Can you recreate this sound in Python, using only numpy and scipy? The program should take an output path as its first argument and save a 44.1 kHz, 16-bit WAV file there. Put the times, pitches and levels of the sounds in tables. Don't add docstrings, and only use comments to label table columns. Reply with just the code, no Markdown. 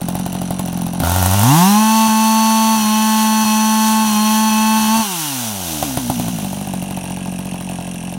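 import sys
import numpy as np
from scipy import signal
from scipy.fft import rfft, irfft, next_fast_len
from scipy.io import wavfile
from scipy.ndimage import uniform_filter1d, map_coordinates

SR = 44100
rng = np.random.default_rng(int(sys.argv[2]) if len(sys.argv) > 2 else 0)


def how_loud(loudness_db):
    steps = np.asarray(loudness_db, float) / 20
    return 10 ** steps


def persist_wave(psi):
    counts = np.round(np.clip(psi, -1, 1) * 32767).astype(np.int16)
    wavfile.write(sys.argv[1], SR, np.atleast_2d(counts).T)


N = 360719
TIME = np.arange(N) / SR

# [t/s, speed/turns per s]
CRANK_SPEED = [(0, 43.5), (.99, 43.5), (1.05, 78), (1.12, 89.7), (1.39, 98.8), (1.575, 167), (1.69, 200.8),
               (1.8, 216.3), (1.95, 221.3), (2.74, 221.2), (3.3, 218), (4.78, 219.5), (5.005, 232),
               (5.17, 169), (5.72, 79), (5.9, 67), (6.29, 54), (6.42, 43.5)]
# [start t/s, end t/s, loss level/dB]
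LIMITER_SPELLS = [(2.07, 2.09, -7.5), (2.75, 2.854, -4.5), (3.437, 3.455, -8), (4.033, 4.163, -4),
                  (4.487, 4.517, -4.5), (4.784, 4.886, -5), (4.962, 4.996, -7)]
SAG_PER_DB, RECOVER_S = 24, .13
PULLED_S, FREED_S = 0.98, 5.0
PULL_S, RELEASE_S = 0.066, 0.061
# [t/s, level/dB]
THROTTLE_LEVEL = [(1.0, -16.5), (1.2, -12.5), (1.41, -11.5), (1.5, -7.5), (1.62, -8.5), (1.9, -12.5), (2.6, -14),
                  (5.0, -13.5)]
# [t/s, level/dB]
CARRIED_OFF = [
    (6.2, 0),
    (7.0, -1.5),
    (8.18, -2),
]

# [t/s, peak level/dB]
IDLE_POPS = [(0.015, -19), (0.085, -15.5), (0.152, -15.5), (0.195, -18.5), (0.262, -16.5), (0.327, -20),
             (0.35, -19), (0.416, -17), (0.506, -14.5), (0.593, -15), (0.658, -21), (0.682, -19),
             (0.728, -20), (0.773, -19), (0.817, -19.5), (0.865, -17.5), (0.933, -20.5)]
# [t/s, peak level/dB]
SPUTTER_POPS = [(1, -12.5), (1.019, -19), (1.035, -8.5), (1.047, -11.5), (1.06, -13), (1.071, -8.5),
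                (1.095, -9.5), (1.117, -7.5), (1.14, -11), (1.161, -6.5), (1.183, -10), (1.225, -7),
                (1.26, -6), (1.311, -8.5), (1.335, -7.5), (1.363, -15.5), (1.393, -8), (1.413, -8),
                (1.432, -4.5)]
# [t/s, peak level/dB]
CATCHING_POPS = [(5.826, -9), (5.972, -9.5), (6.099, -12), (6.196, -15), (6.282, -16.5), (6.385, -20.5),
                 (6.445, -19), (6.53, -20), (6.611, -21.5), (6.671, -21), (6.736, -18), (6.824, -19.5),
                 (6.908, -19), (6.972, -20), (7.039, -21.5), (7.105, -21.5), (7.17, -22), (7.257, -23),
                 (7.322, -23), (7.389, -21.5), (7.454, -23), (7.541, -22), (7.609, -22), (7.696, -22.5),
                 (7.809, -24), (7.875, -24), (7.942, -23), (8.035, -27), (8.124, -23.5)]

# [f/Hz, width/Hz, level/dB]
COOL_MUFFLER = [(585, 365, -3), (780, 238, -0.5), (1463, 117, -9.5)]
# [f/Hz, width/Hz, level/dB]
HOT_MUFFLER = [(678, 146, -4), (893.5, 188, 1), (1130.4, 138, -0.5), (1600, 517, -8), (2970, 590, -12.5)]
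# [f/Hz, width/Hz, level/dB]
MUFFLER_OUTLET = [(1413, 210, 0)]
# [f/Hz, width/Hz, level/dB]
CAN_THUD = [(120, 60, 0), (330, 110, -6)]
# [f/Hz, level/dB per Hz]
CRACK_SPECTRUM = [(1000, -54), (3000, -12), (6000, -5), (9600, 8.5), (13000, 4.5), (16000, 6)]
SHUT_PUFF_DB = -26.5
JET_S, LATE_S_PER_DB = .07, .00003
CRACK_DB, LEAN_DB = -2, -2.5
CRACK_AWAY, CRACK_OPEN_DB = 2.3, -1

# [f/Hz, width/Hz, level/dB]
AIR_BOX = [(183, 54, 0), (268, 75, -6.5)]
SHUT_THROB_DB, SHUT_THROB_GROWS = -26.5, 34
OPEN_THROB_DB, OPEN_THROB_GROWS = -.5, 15.5
FULL_SPEED = 220
GULP_DB, GULP_FADES_DB = -16, 0.9
GULP_OPEN_DB, GULP_FOLLOWS = 31, 1.4
# [f/Hz, width/Hz, level/dB]
INLET_COLUMN = [(275.4, 50, -5), (520, 660, -3.5)]
SLAM_DB, SLAM_FADES_DB, SLAM_TURN = -20.5, 0.2, 0.467
SLAM_OPEN_DB, SLAM_FOLLOWS = -1, 0.83

# [f/Hz, width/Hz, level/dB]
CASING_FRONT = [(1460, 210, -7.5), (2860, 440, -9), (4150, 640, -15.5), (5900, 210, -5),
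                (9460, 1400, -11.5), (11030, 83, -2), (15000, 1500, -74)]
# [f/Hz, width/Hz, level/dB]
CASING_BACK = [(1630, 32, 1), (2720, 360, 0), (3400, 110, -14.5), (5620, 500, -8), (9160, 540, -3),
               (11100, 110, 0.5), (15500, 230, -25)]
SLAP_DB, SLAP_HOT_DB, SLAP_AWAY = -20, -4, 2.76

# [t/s, hiss level/dB]
CHAIN_HISS = [(.98, -50), (1.05, -27), (1.55, -17.5), (1.85, -22.5), (2.6, -23.5), (5.0, -24.5),
              (5.85, -26), (6.55, -36), (7.0, -47.5), (8.18, -50)]
# [f/Hz, level/dB per Hz]
HISS_SPECTRUM = [(250, -45), (600, -24), (1200, -11), (2100, -9), (3000, -2), (4800, -4), (6000, 0),
                 (7500, -3), (11000, -3), (15500, -5)]
# [multiple of the turn, level/dB]
BLADE_WHINE = [(12, -34), (14, -37.5), (15, -36), (20, -28), (27, -33.5), (28, -32), (31, -41)]

# [multiple of the turn, level/dB]
PORT_BEATS = [(2, -24), (3, -29), (4, -21.5)]
# [f/Hz, width/Hz, level/dB]
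CRANKCASE = [(234, 190, -0.5)]
BREATH_OPEN_DB, BREATH_DROWNS_DB = 5.5, 0.2
BLUR_DB = 0.2

# [t/s, level/dB]
LOG_BITE = [
    (1.7, -62),
    (1.8, -54),
    (3, -59),
    (5.0, -50),
    (5.1, -68),
]
# [f/Hz, level/dB per Hz]
YARD_RUMBLE = [(15, -45), (28, -6), (52, 1), (110, 4), (160, -34), (300, -64)]


def unit(x):
    return x / np.sqrt(np.mean(x ** 2) + 1e-20)


def curve(rows):
    t, value = np.transpose(rows)
    return np.interp(TIME, t, value)


def wobble(rate):
    return map_coordinates(rng.standard_normal(int(N * rate / SR) + 4), [TIME * rate])


def filtered(x, response):
    m = next_fast_len(N + SR // 2)
    return irfft(rfft(x, m) * response(np.fft.rfftfreq(m, 1 / SR)), m)[:N]


def resonances(modes):
    def response(f):
        total = 0
        for k, (centre, width, db) in enumerate(modes):
            damping = 1j * f * width
            total = total + (-1) ** k * how_loud(db) * damping / (centre * centre - f * f + damping)
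        return total
    return response


def ringing(x, modes, order=1, soft_hz=2500):
    response = lambda f: resonances(modes)(f) ** order / (1 + 1j * f / soft_hz)
    impulse = irfft(response(np.fft.rfftfreq(SR // 2, 1 / SR)))
    return filtered(x, response) / np.abs(impulse).max()


def noise(points):
    f, db = np.transpose(points)
    colour = lambda hz: how_loud(np.interp(np.log(hz + 1), np.log(f), db))
    return unit(filtered(rng.standard_normal(N), colour))


def pulses(times, sizes):
    at = np.asarray(times)[:, None] * SR
    index = np.floor(at) + np.arange(-7, 9)
    window = np.cos((index - at) * np.pi / 16) ** 2
    shape = np.sinc(index - at) * window * np.asarray(sizes)[:, None]
    return np.bincount(np.clip(index, 0, N).astype(int).ravel(), shape.ravel(), N + 1)[:N]


def bursts(times, sizes, t60):
    return np.abs(signal.lfilter([1], [1, -how_loud(-60 / (t60 * SR))], pulses(times, sizes)))


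def shaft():
    t, speed = np.transpose(CRANK_SPEED)
    cut_db = sum(db * (TIME > start) * (TIME < end) for start, end, db in LIMITER_SPELLS)
    sag = signal.lfilter([SAG_PER_DB / SR], [1, -np.exp(-1 / (RECOVER_S * SR))], cut_db)
    moves = [PULLED_S, PULLED_S + PULL_S, FREED_S, FREED_S + RELEASE_S]
    trigger = np.interp(TIME, moves, [0, 1, 1, 0])
    return np.exp(np.interp(TIME, t, np.log(speed))) + sag, trigger


def firings():
    return np.transpose(IDLE_POPS + SPUTTER_POPS + CATCHING_POPS)


def crank(speed):
    fired = firings()[0]
    then = np.interp(fired, TIME, speed)
    kicks = bursts(fired, (then < 75) * (1. + (then > 52)), t60=.35)
    turns = np.cumsum(speed * (1 + .09 * kicks)) / SR
    free = np.interp(fired, TIME, turns)
    whole = np.cumsum(np.maximum(np.round(np.diff(free, prepend=free[0])), 1))
    turns = turns + uniform_filter1d(np.interp(TIME, fired, whole - free), size=SR // 16)
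    return turns, np.interp(np.arange(1, int(turns[-1]) + 1), turns, TIME)


def spark_cuts(times):
    cut_db = np.zeros(len(times))
    for start, end, loss_db in LIMITER_SPELLS:
        first, last = np.searchsorted(times, [start - .002, end])
        cut_db[first:last] = loss_db * (np.arange(last - first) % 3 > 0) * 0.8
    return cut_db


def exhaust(turns, times, speed, trigger):
    fired, fired_db = firings()
    tracks = (speed, trigger, curve(THROTTLE_LEVEL), curve(CARRIED_OFF))
    speed, trigger, throttle_db, away_db = (np.interp(times, TIME, c) for c in tracks)
    cut_db = spark_cuts(times)
    heat = np.clip((speed - 60) / 110 + 0.22 * trigger, 0, 1)
    coasting = (1 - trigger) * np.clip((speed - 60) / 20, 0, 1)
    rich = trigger * (1 - heat)

    scatter_db = 2.2 * (1 - heat) * (1 - coasting) + .3
    shut_db = SHUT_PUFF_DB + away_db + 4.3 * coasting
    puff_db = trigger * throttle_db + (1 - trigger) * shut_db + cut_db
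    puff_db = puff_db + scatter_db * rng.standard_normal(len(times))
    turn = np.round(np.interp(fired, TIME, turns)).astype(int) - 1
    puff_db[turn] = fired_db
    size = how_loud(puff_db)

    opened = times - .0007 - LATE_S_PER_DB * cut_db
    pops = ringing(pulses(opened, size * (1 - heat)), COOL_MUFFLER, order=2)
    pops += ringing(pulses(opened, size * heat), HOT_MUFFLER, order=2)
    pops += ringing(pulses(opened, size * rich * how_loud(-5.5)), MUFFLER_OUTLET, order=2)
    thud_size = size * how_loud(1.5 - 15.4 * heat - 7.1 * coasting)
    thuds = ringing(pulses(times, thud_size), CAN_THUD, soft_hz=385)
    jet = bursts(times, size * how_loud(-7.5 - 22.3 * heat + 4.4 * rich), t60=JET_S)
    jet = jet * noise([(250, -3.5), (520, -0.5), (850, 14.0), (1500, -9.0), (4000, -4.5), (16000, -44)])

    lean = np.clip(3 - np.diff(turn, prepend=-3), 0, 3)
    crack_db = CRACK_DB + LEAN_DB * lean + CRACK_AWAY * away_db[turn] + CRACK_OPEN_DB * trigger[turn]
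    crack_db = crack_db - 12 * coasting[turn] + rng.standard_normal(len(turn))
    crack = bursts(fired + 0.00068, how_loud(fired_db + crack_db + 2), t60=0.019)
    crack = uniform_filter1d(crack, size=90) * noise(CRACK_SPECTRUM)
    return pops - thuds + jet + crack


def intake(turns, times, speed, trigger):
    throttle_db = curve(THROTTLE_LEVEL)
    gulp_db = GULP_DB - GULP_FADES_DB * np.maximum(speed - 52, 0)
    gulp_db = gulp_db + trigger * (GULP_OPEN_DB + GULP_FOLLOWS * throttle_db) + 2.3 * curve(CARRIED_OFF)
    gulp_db = np.interp(times, TIME, gulp_db) + 2.2 * rng.standard_normal(len(times))
    gulps = ringing(pulses(times - .0004, how_loud(gulp_db)), AIR_BOX, order=2, soft_hz=900)

    decades = np.log10(speed / FULL_SPEED)
    stumble = how_loud(0.47 * np.interp(TIME, times - .0012, spark_cuts(times)))
    driven = trigger ** 2 * how_loud(throttle_db + OPEN_THROB_DB + OPEN_THROB_GROWS * decades) * stumble
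    closed = (1 - trigger) * how_loud(SHUT_THROB_DB + SHUT_THROB_GROWS * decades)
    throb = np.sqrt(2) * (driven + closed) * np.sin(2 * np.pi * (turns - .15))
    return throb + gulps


def inlet_slam(turns, speed, trigger):
    times = np.interp(np.arange(int(turns[-1])) + SLAM_TURN, turns, TIME)
    slam_db = SLAM_DB - SLAM_FADES_DB * speed + 0.3 * curve(CARRIED_OFF)
    slam_db = slam_db + trigger * (SLAM_OPEN_DB + SLAM_FOLLOWS * curve(THROTTLE_LEVEL))
    slam_db = np.interp(times, TIME, slam_db) + 2.4 * rng.standard_normal(len(times))
    return ringing(pulses(times, how_loud(slam_db)), INLET_COLUMN, order=2, soft_hz=890)


def clatter(turns, speed):
    times = np.interp(np.arange(1, int(turns[-1])) - .32, turns, TIME)
    slap_db = SLAP_DB + SLAP_HOT_DB * speed / FULL_SPEED + SLAP_AWAY * curve(CARRIED_OFF)
    slap_db = np.interp(times, TIME, slap_db) + 1.6 * rng.standard_normal(len(times))
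    rattle = bursts(times, how_loud(slap_db), t60=0.049) * rng.standard_normal(N)
    swung = np.interp(TIME, [6.2, 7.0], [0, 1])
    front = filtered(rattle * (1 - swung), resonances(CASING_FRONT))
    back = filtered(rattle * swung, resonances(CASING_BACK))
    return how_loud(8) * (front + back)


def chain(turns, speed):
    jerk = 1 + 0.11 * np.cos(2 * np.pi * (turns - .1))
    hiss_db = curve(CHAIN_HISS) + 0.99 * wobble(9) + 0.18 * wobble(60)
    hiss = how_loud(hiss_db) * jerk * noise(HISS_SPECTRUM)

    whine = np.zeros(N)
    looseness = 0.69 * (1 + 3.1 * (TIME > FREED_S))
    for k, db in BLADE_WHINE:
        cover = 1 + (3.2 + 5 * (TIME > 5.12)) / (1 + ((k * speed - 2760) / 70) ** 2)
        tone = np.sin(2 * np.pi * k * turns + looseness * wobble(35))
        whine += how_loud(db + 1.2 * wobble(3.694)) * cover * tone
    slack_db = np.interp(TIME, [5.03, 5.1, 5.27, 5.35], [0, -11, -6, -22])
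    return hiss + whine * how_loud(slack_db) * (speed / 220) ** 2


def ground(x, gain, spacing_hz, shift):
    return filtered(x, lambda f: 1 + gain * np.exp(-2j * np.pi * (f / spacing_hz - shift)))


def trees(x, t60):
    t = np.arange(SR // 2) / SR
    tail = rng.standard_normal(len(t)) * how_loud(-60 * t / t60) * (t > .004)
    thin = filtered(x, lambda f: (1j * f / (450 + 1j * f)) ** 2)
    return signal.fftconvolve(thin, tail / np.linalg.norm(tail))[:N]


def breathing(turns, speed, trigger):
    open_db = BREATH_OPEN_DB + 1.77 * (curve(THROTTLE_LEVEL) - THROTTLE_LEVEL[-1][1])
    open_db = open_db - BREATH_DROWNS_DB * np.maximum(speed - 150, 0)
    level_db = trigger * open_db + wobble(20)
    hum = np.zeros(N)
    for k, db in PORT_BEATS:
        beat_db = db - BLUR_DB * (k - 2) * np.maximum(speed - 70, 0)
        cavity = np.abs(resonances(CRANKCASE)(k * speed)) ** 2
        hum += how_loud(beat_db) * cavity * np.sin(2 * np.pi * k * (turns - .1))
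    return hum * how_loud(level_db) * np.clip((speed - 48) / 10, 0, 1)


def log_and_yard():
    shudder = how_loud(5) * np.sin(2 * np.pi * 49.5 * TIME + 1.1 * wobble(3.25))
    return how_loud(curve(LOG_BITE)) * (how_loud(-2.5) * noise(YARD_RUMBLE) + shudder)


def scene():
    speed, trigger = shaft()
    turns, times = crank(speed)
    saw = exhaust(turns, times, speed, trigger) + intake(turns, times, speed, trigger)
    saw += inlet_slam(turns, speed, trigger)
    metal = clatter(turns, speed) + chain(turns, speed)
    saw += ground(metal, gain=0.12, spacing_hz=2830, shift=0.19)
    saw += breathing(turns, speed, trigger)
    heard = saw + how_loud(-9.0) * trees(saw, t60=0.21) + log_and_yard()
    return np.array([heard, heard])


def band_limit(x):
    return signal.sosfilt(signal.butter(12, 16500, fs=SR, output="sos"), x)


def record(dry):
    held = dry[0] / (1 + np.abs(dry[0]) ** 8) ** (1 / 8)
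    held = filtered(held, lambda hz: hz < 15850)
    return band_limit(np.array([held, held]))


dry = scene()
out = record(dry)
persist_wave(out)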